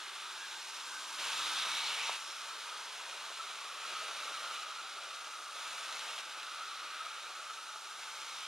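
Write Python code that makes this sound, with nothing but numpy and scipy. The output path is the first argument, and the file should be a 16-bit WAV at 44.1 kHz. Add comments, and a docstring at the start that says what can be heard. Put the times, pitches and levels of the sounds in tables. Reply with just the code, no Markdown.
"""A model train circles an indoor layout, heard by a camera with a close pair of microphones.
From the start wheels hiss on rails, hollow bodies ring near 1.3 kHz, drive and gears whirr, the board murmurs:
rolling noise through resonances. From 0.7 to 2.1 s a faint harmonic motor whine rises in pitch.
Further spells of the train's running are mixed in, overlapping, from 1.2, 3.8, 5.6 and 8 s.
Flange scrapes, joint ticks and knocks crowd in until 2.1 s, then thin out among short rattles and dull booms."""
import sys
import numpy as np
from scipy import signal
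from scipy.fft import rfft, irfft
from scipy.io import wavfile
from scipy.ndimage import uniform_filter1d

SR = 44100
rng = np.random.default_rng(int(sys.argv[2]) if len(sys.argv) > 2 else 0)


def store_pcm(level_fs):
    """Save levels as 16-bit WAV."""
    pcm = np.round(np.clip(level_fs, -1, 1) * 32767).astype(np.int16)
    wavfile.write(sys.argv[1], SR, np.atleast_2d(pcm).T)


N = 373527
T = np.arange(N) / SR
HZ = np.fft.rfftfreq(N, 1 / SR)


def from_db(db):
    """Level to amplitude ratio: 20 dB is a factor of ten."""
    return 10 ** (np.asarray(db) / 20)


def unit(x):
    """Normalisation to an rms of 1."""
    return x / np.sqrt(np.mean(x ** 2) + 1e-20)


def over_hz(points):
    """Interpolation of (f/Hz, value) rows on a logarithmic frequency axis."""
    hz, value = np.transpose(points)
    return np.interp(np.log(HZ + 1), np.log(abs(hz) + 1), value)


def over_time(rows):
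    """Linear interpolation of rows (t/s, value, ..) in time; one curve per value column."""
    s, *columns = np.transpose(rows)
    return [np.interp(T, s, column) for column in columns]


def colour(x, gain):
    """Linear filtering: the spectrum is multiplied by a frequency response."""
    return irfft(rfft(x) * gain, N)


def resonances(modes):
    """Modal response: steep-sided resonances (f/Hz, half-power width/Hz, level/dB) add in power."""
    power = 0
    for hz, width, db in modes:
        detuning = (HZ - hz) / (np.pi / 4 * width)
        power = power + (from_db(db) / (1 + detuning ** 2)) ** 2
    return np.sqrt(power)


def wander(rate_hz, slowest_hz=4):
    """Random modulation: low-passed noise without its slowest part, rms 1."""
    response = (HZ > slowest_hz) / (1 + (HZ / rate_hz) ** 2)
    return unit(colour(rng.standard_normal(N), response))


def during(start, end, fade_s=0.0091):
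    """Gating: 1 from start to end, with linear fades."""
    return np.clip(np.minimum(T - start, end - T) / fade_s + .5, 0, 1)


def bell(middle_s, width_s):
    """Gaussian envelope: a smooth swell from 0 to 1 and back."""
    return np.exp(-((T - middle_s) / width_s) ** 2)


def add(mix, s, sound):
    """Superposition: a sound joins the mix at time s."""
    at = round(s * SR)
    part, sound = mix[..., max(at, 0):], sound[..., max(-at, 0):]
    size = min(part.shape[-1], sound.shape[-1])
    part[..., :size] += sound[..., :size]


def contact(grit, flutter_db, flutter_hz, grains_per_s=750):
    """Rolling excitation: countless tiny impacts and sparse larger grains under an unsteady load."""
    # row 0 reaches both microphones alike; row 1 is the diffuse part that tells them apart
    grains = rng.standard_normal((2, N)) * (rng.random(N) < grains_per_s / SR)
    force = rng.standard_normal((2, N)) + grit * unit(grains)
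    return force * from_db(flutter_db * wander(flutter_hz))


def reflections(sound, broad_db=0.56, fine_db=1.5, size=4096):
    """Interference of shifting echoes: broad drifting colours from near scenery, fine ones from walls."""
    hz, _, z = signal.stft(sound, SR, nperseg=size)
    a, b = rng.standard_normal((2, *z.shape[1:]))
    # random gains, smoothed over frequency and then over time
    broad = unit(uniform_filter1d(uniform_filter1d(a, size=45, axis=0), size=7, axis=1))
    fine = unit(uniform_filter1d(uniform_filter1d(b, size=3, axis=0), size=6, axis=1))
    gain = from_db(broad_db * broad + fine_db * fine)
    return signal.istft(z * unit(gain), SR, nperseg=size)[1][:, :N]


def band(hz, width_hz):
    """Narrow-band noise as a modulated carrier whose centre may glide; rms 1."""
    detuning = np.fft.fftfreq(N, 1 / SR) / (np.pi / 4 * width_hz)
    slow = np.fft.ifft(np.fft.fft(rng.standard_normal((2, N))) / (1 + detuning ** 2))
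    carrier = np.exp(2j * np.pi * np.cumsum(hz * np.ones(N)) / SR)
    return unit((slow * carrier).real)


def swells(rows, width_hz):
    """Transient resonance: short Gaussian swells of noise, each in a resonance of its own."""
    t, out = T[:SR], np.zeros((2, N))
    hz = np.fft.rfftfreq(SR, 1 / SR)
    for s, length, centre_hz, db in rows:
        response = 1 / (1 + ((hz - centre_hz) / width_hz) ** 2)
        noise = irfft(rfft(rng.standard_normal((2, SR))) * response, SR)
        shape = np.exp(-(2 * (t - t.mean()) / length) ** 2)
        strength = np.sqrt(np.sum((noise * shape) ** 2, axis=1, keepdims=True) / np.sum(shape ** 2))
        add(out, s - t.mean(), from_db(db) * shape * noise / strength)
    return out


# overlapping spells of running, mixed together: start t/s, end t/s,
# t/s with the engine halfway along the straight, level/dB relative to the layer, fade-in t/s
SPELLS = [(-0.1, 2.172, 4.87, -0.4, .01), (1.19, 4.637, 4.2, 0.3, .015), (3.83, 6.212, 4.68, 0.2, .08),
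          (5.57, 8.6, 6.9, -0.1, .07), (7.99, 8.6, 10.0, -5.5, .05)]
# the points come this long before the straight
POINTS_LEAD_S, POINTS_WIDTH_S = 3.06, 0.5


def lap_level(curve_db, points_db, straight_db, lag_s, width_s):
    """Incoherent addition: a layer's level/dB follows the place on the lap, and spells add in power."""
    # level in the curves, gain over the points, and change along the straight
    power = 1e-12
    for start, end, straight_s, spell_db, rise_s in SPELLS:
        on_points = bell(straight_s - POINTS_LEAD_S, POINTS_WIDTH_S)
        on_straight = bell(straight_s + lag_s, width_s)
        db = spell_db + curve_db + points_db * on_points + straight_db * on_straight
        present = during(start, np.inf, rise_s) * during(-np.inf, end)
        power = power + present * from_db(db) ** 2
    return 10 * np.log10(power)


# spectrum of the baseboard, overall level left open: f/Hz, relative level/dB per Hz
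BOARD_SPECTRUM = [(20, -19), (90, -42), (150, -17.5), (200, -14), (240, -18.5), (330, -4.5), (390, -3),
                  (470, -1), (590, 4), (760, 4.5), (1100, -3), (1900, -33), (3000, -45)]
# booms of the board under the wagons, before the bass cut: middle t/s, length t/s, f/Hz, level/dB
BOOMS = [(2.7, .08, 600, -64), (3.15, 0.22, 599, -60), (5.05, 0.26, 640, -63), (6.07, 0.24, 624, -60.5),
         (7.35, 0.22, 638, -67.5)]
# rumble round the lap, before the trim
RUMBLE = dict(curve_db=-64, points_db=5.5, straight_db=4.5, lag_s=-0.35, width_s=1.45)


def baseboard(trim_db=-1.26, boom_cut_hz=380):
    """Plate radiation: rolling forces make the board rumble, dull and lumpy, and boom here and there."""
    force = contact(grit=0.34, flutter_db=1.77, flutter_hz=17, grains_per_s=140)
    rumble = unit(reflections(colour(force, from_db(over_hz(BOARD_SPECTRUM))), broad_db=0.54, fine_db=2.0))
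    bass_cut = 1 / np.hypot(1, (boom_cut_hz / (HZ + 1)) ** 4)
    booms = colour(swells(BOOMS, width_hz=170), bass_cut)
    return from_db(lap_level(**RUMBLE) + trim_db) * rumble + booms


# chassis drones and wheel rings that sound for a while:
# start t/s, end t/s, f/Hz, half-power width/Hz, level/dB
DRONES_AND_RINGS = [(-0.2, 1.3, 380, 54, -74.5), (1.6, 2.1, 2256, 57, -50.5), (2.5, 3.4, 428, 34, -74),
                    (2, 7.7, 2480, 55, -66)]


def drones_and_rings(fade_s=.15):
    """Sustained resonance: chassis drones and wheel rings sound for a while, each at its own pitch."""
    out = np.zeros((2, N))
    for start, end, hz, width, db in DRONES_AND_RINGS:
        ring = unit(colour(rng.standard_normal((2, N)), resonances([(hz, width, 0)])))
        out += from_db(db) * during(start, end, fade_s) * ring
    return out


# wheels tick over joints, before the rail colours them: t/s, level/dB
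TICKS = [(1.199, -25), (1.27, -28), (1.332, -24), (1.394, -24.5), (1.591, -22), (1.717, -23), (1.75, -22),
         (1.769, -22), (2.07, -23), (4.257, -33), (5.926, -25), (5.994, -28), (6.431, -28)]
# wagons jolt the board, before its bass cut: t/s, peak level/dB, f/Hz, rise to the peak t/s
KNOCKS = [(1.662, -42, 756, 0.00081), (2.0947, -24.6, 890, 0.00076), (2.432, -56, 650, .0012),
          (3.304, -46, 560, .0012), (3.315, -42.5, 720, 0.0013), (5.556, -48, 550, 0.002)]


def joints(tick_t60=0.012, board_hz=380):
    """Impact excitation: rail joints tick the wheel brightly or knock the board, which radiates little bass."""
    t, ticks, knocks = T[:SR // 2], np.zeros(N), np.zeros(N)
    for s, db in TICKS:
        decay = np.exp(-np.log(1000) * t / tick_t60)
        add(ticks, s, from_db(db) * decay * rng.standard_normal(len(t)))
    for s, db, hz, rise in KNOCKS:
        swell = (t / rise * np.exp(1 - t / rise)) ** 2
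        add(knocks, s, from_db(db) * swell * np.sin(2 * np.pi * hz * t))
    ticks = colour(ticks, from_db(over_hz(RAIL_SPECTRUM)))
    knocks = colour(knocks, 1 / np.hypot(1, (board_hz / (HZ + 1)) ** 3))
    return np.outer([1, 0], ticks + knocks)


# narrow chassis resonance: f/Hz, half-power width/Hz, relative level/dB
HUM_MODE = (868, 18, 0)
# hum before the trim: t/s, level/dB
HUM_LEVEL = [(0, -65), (0.8, -60), (1.4, -59), (2.2, -69), (3.1, -62), (3.6, -73), (4.1, -63), (5.3, -70),
             (6.05, -58.5), (6.9, -69), (7.5, -63), (8, -61), (8.47, -63)]


def hum(trim_db=-3.5):
    """High-Q resonance: noise through one narrow chassis mode sings a faint, restless note."""
    note = unit(colour(rng.standard_normal((2, N)), resonances([HUM_MODE])))
    return from_db(over_time(HUM_LEVEL)[0] + trim_db) * note


# the motor gathers speed as it passes the camera: t/s, shaft f/Hz, rms level of the whine/dB
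MOTOR = [(.7, 57, -92), (.87, 57.6, -77.5), (1.0, 59.3, -76), (1.2, 61, -75.5), (1.36, 62.7, -69),
         (1.52, 63.7, -67.5), (1.65, 64.6, -75), (1.85, 65.4, -79), (2.1, 65.6, -92)]


def motor(waver=.002, drone_db=-80.3, third_db=-6):
    """Harmonics of rotation: gear whine at 5 times the shaft rate, drone at 2 and 3; all rise with speed."""
    shaft_hz, whine_db = over_time(MOTOR)
    turn = 2 * np.pi * np.cumsum(shaft_hz * (1 + waver * wander(12))) / SR
    drone = np.sin(2 * turn) + from_db(third_db) * np.sin(3 * turn)
    drone = drone * from_db(drone_db) * during(1.2, 1.9, fade_s=0.08)
    whine = from_db(whine_db) * np.sin(5 * turn)
    return np.outer([1, 0], np.sqrt(2) * (whine + drone))  # root 2: rms to peak


# gear resonances: f/Hz, half-power width/Hz, relative level/dB
GEAR_MODES = [(1460, 80, -1.5), (1534, 97, 6), (1640, 60, -5.5), (1656, 70, -3)]
# gear rasp before the trim: t/s, level/dB
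GEAR_LEVEL = [(0, -56.5), (0.55, -55), (0.67, -59), (0.97, -57), (1.17, -59), (1.21, -53), (1.55, -51),
              (1.85, -55), (2.14, -56), (2.2, -57), (3.2, -56.0), (3.7, -62), (3.9, -57), (4.25, -55),
              (4.7, -59.5), (5.5, -60), (5.9, -53.5), (6.3, -56.5), (7.15, -56), (7.8, -62), (8.05, -55),
              (8.47, -63)]


def gears(trim_db=-0.5):
    """Modal filtering: the gears rasp through resonances just above the ring of the bodies."""
    rasp = colour(contact(grit=0.19, flutter_db=0.5, flutter_hz=25), resonances(GEAR_MODES))
    return from_db(over_time(GEAR_LEVEL)[0] + trim_db) * unit(rasp)


# chassis resonances: f/Hz, half-power width/Hz, relative level/dB
DRIVE_MODES = [(880, 64, -6.5), (919, 36, 0.5), (1110, 210, -1.5)]
# whirr round the lap, before the trim
WHIRR = dict(curve_db=-59, points_db=6.5, straight_db=-6.5, lag_s=0.07, width_s=0.95)


def drive(trim_db=1.6):
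    """Structure-borne sound: the motor whirrs through the resonances of the chassis."""
    whirr = colour(contact(grit=0.25, flutter_db=0.0, flutter_hz=25), resonances(DRIVE_MODES))
    return from_db(lap_level(**WHIRR) + trim_db) * unit(whirr)


# drifting resonance of the whirr: t/s, f/Hz, level/dB
WHIRR_GLIDE = [(0, 930, -68), (.7, 980, -63), (1.0, 1015, -57), (1.5, 928.3, -61), (2.1, 940, -56),
               (2.25, 953, -70), (2.9, 965, -59), (3.25, 1041, -59), (3.75, 1146, -58), (4.2, 1150, -59),
               (4.7, 1040, -65), (5.2, 1000, -72)]


def whirr_glide():
    """Time-varying resonance: one broad mode of the whirr drifts as the train moves along the board."""
    hz, level_db = over_time(WHIRR_GLIDE)
    return from_db(level_db) * band(hz, width_hz=130)


# flanges scrape in the curves and over the points: middle t/s, length t/s, f/Hz, level/dB
SCRAPES = [(0.699, 0.7, 5330, -59), (1.279, 0.12, 2750, -50), (1.428, 0.25, 3700, -44),
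           (1.599, 0.14, 3640, -39.5), (1.617, 0.18, 2510, -48), (1.762, 0.15, 3800, -42),
           (1.799, 0.22, 2900, -51), (1.873, 0.093, 4140, -42), (1.908, 0.13, 2980, -41.5),
           (2.017, 0.096, 2670, -40.5), (2.06, .12, 5800, -50), (2.08, .07, 3700, -44),
           (2.123, 0.14, 2580, -44), (2.32, 0.16, 5330, -54), (5.95, 0.24, 3900, -54),
           (6.1, .18, 3020, -52.5), (6.38, .12, 2500, -54), (8.435, .14, 2970, -53)]


def flanges():
    """Friction noise: flanges scrape the rails in short swells of hiss, each with its own colour."""
    return swells(SCRAPES, width_hz=460)


# resonances of the hollow bodies: f/Hz, half-power width/Hz, relative level/dB
BODY_MODES = [(1173, 43, -3.5), (1261, 36, 0.5), (1325, 38, -1.5), (1394, 57, -4)]
# ring of the bodies before the trim: t/s, level/dB
RING_LEVEL = [(0, -54.5), (0.3, -51.5), (0.55, -62), (0.75, -52), (1.17, -53.5), (1.21, -48), (1.7, -46.5),
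              (1.95, -51), (2.15, -48), (2.2, -52.5), (2.75, -51.5), (2.95, -57), (3.25, -52.0), (3.8, -50),
              (3.87, -48), (4.5, -45.5), (4.68, -48.5), (5.4, -49.5), (6.18, -49.5), (6.26, -51.5),
              (6.65, -46.5), (7.05, -48), (7.3, -49), (7.65, -49.5), (7.9, -51.5), (8.47, -51)]
# a body rattles or a gear resonance swells for a moment: middle t/s, length t/s, f/Hz, level/dB
RATTLES_AND_SWELLS = [(.27, .09, 1262, -50.5), (.44, 0.11, 1645, -52.5), (.95, 0.16, 1550, -51.5),
                      (1.403, .026, 1310, -42), (1.68, .11, 1300, -49), (2.504, 0.054, 1340, -51),
                      (2.73, 0.072, 1260, -52), (3.412, .052, 1330, -44), (3.95, .14, 1280, -48.5),
                      (4.34, 0.055, 1340, -50), (4.51, .016, 1273, -40), (4.796, .018, 1330, -42),
                      (6.628, 0.034, 1330, -46), (6.728, .03, 1320, -50), (7.002, .1, 1280, -46),
                      (7.41, 0.025, 1333, -52), (7.503, 0.048, 1260, -48), (7.588, 0.03, 1270, -49),
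                      (7.75, .024, 1300, -49)]


def bodies(trim_db=-0.74):
    """Forced vibration: hollow plastic bodies ring under the rolling."""
    ring = unit(colour(contact(grit=0.49, flutter_db=-0.5, flutter_hz=30), resonances(BODY_MODES)))
    return ring * from_db(over_time(RING_LEVEL)[0] + trim_db)


def rattles_and_swells():
    """Transient resonance: a body rattles or a gear resonance swells for a moment."""
    return swells(RATTLES_AND_SWELLS, width_hz=45)


# spectrum of wheel on rail, which also colours the joint ticks: f/Hz, relative level/dB per Hz
RAIL_SPECTRUM = [(200, -25.5), (700, -15.5), (1500, -4), (1860, -4.5), (2150, -3), (2450, -1),
                 (3250, -0.96), (3850, -0.5), (4200, -3), (4650, -6.5), (5700, -6.5), (7400, -10.5),
                 (9800, -14), (12500, -24), (15300, -37)]
# hiss and its treble round the lap, before the trim
HISS = dict(curve_db=-48.5, points_db=6.5, straight_db=-3.5, lag_s=0.9, width_s=0.5)
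TREBLE = dict(curve_db=-48, points_db=0.3, straight_db=-1.36, lag_s=0.19, width_s=0.47)
# closest approach to the camera: when, for how long, and how much treble it adds
CLOSE_S, CLOSE_WIDTH_S, CLOSE_TREBLE_DB = 1.46, 0.86, 5


def wheels(trim_db=1.89, treble_from_hz=4750):
    """Roughness noise: wheels hiss on the rails, with a treble that has a level of its own."""
    hiss_db = lap_level(**HISS)
    treble_db = lap_level(**TREBLE) + CLOSE_TREBLE_DB * bell(CLOSE_S, CLOSE_WIDTH_S)
    force = contact(grit=0.31, flutter_db=0.53, flutter_hz=49.5)
    hiss = unit(reflections(colour(force, from_db(over_hz(RAIL_SPECTRUM)))))
    treble = colour(hiss, 1 / (1 + (treble_from_hz / (HZ + 1)) ** 6))
    return from_db(hiss_db + trim_db) * (hiss + (from_db(treble_db - hiss_db) - 1) * treble)


# likeness of the two microphones: f/Hz, coherence
SAME = [(30, .98), (150, .965), (350, .9985), (1300, .9995), (2500, .972), (5000, .94), (9000, .9),
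        (14000, .5)]
# phase by which the left one lags: f/Hz, phase/rad
LAG = [(0, 0), (700, .005), (1400, .02), (2000, .15), (4400, .5), (7500, .93), (12400, 1.6), (15000, 2.9)]


def microphones(sound):
    """Spatial coherence: two close ports agree in the bass and part in phase and likeness in the treble."""
    same = np.clip(over_hz(SAME), -1, 1)
    turn = np.exp(-.5j * over_hz(LAG))
    shared = colour(sound[0], np.sqrt((1 + same) / 2))
    diffuse = colour(sound[1], np.sqrt((1 - same) / 2))
    return np.array([colour(shared + diffuse, turn), colour(shared - diffuse, 1 / turn)])


def scene(rail_cut_hz=200):
    """Superposition of sources: rolling noise in every spell, the motor's whine only in the first."""
    # thin rails radiate little bass
    rails = colour(wheels() + flanges(), HZ / np.hypot(HZ, rail_cut_hz))
    first_start, first_end = SPELLS[0][:2]
    engine = drive() + whirr_glide() + gears() + hum() + during(first_start, first_end) * motor()
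    resonant = drones_and_rings() + bodies() + rattles_and_swells()
    return microphones(baseboard() + joints() + engine + resonant + rails)


def record(dry, notch_hz=7855, notch_width_hz=85, edge_hz=15500):
    """Frequency response of the camera: a narrow notch in the treble and a steep band limit."""
    off = (HZ - notch_hz) / notch_width_hz
    notch = off ** 2 / (1 + off ** 2)
    return colour(dry, notch / np.hypot(1, (HZ / edge_hz) ** 120))


dry = scene()
out = record(dry)
store_pcm(out)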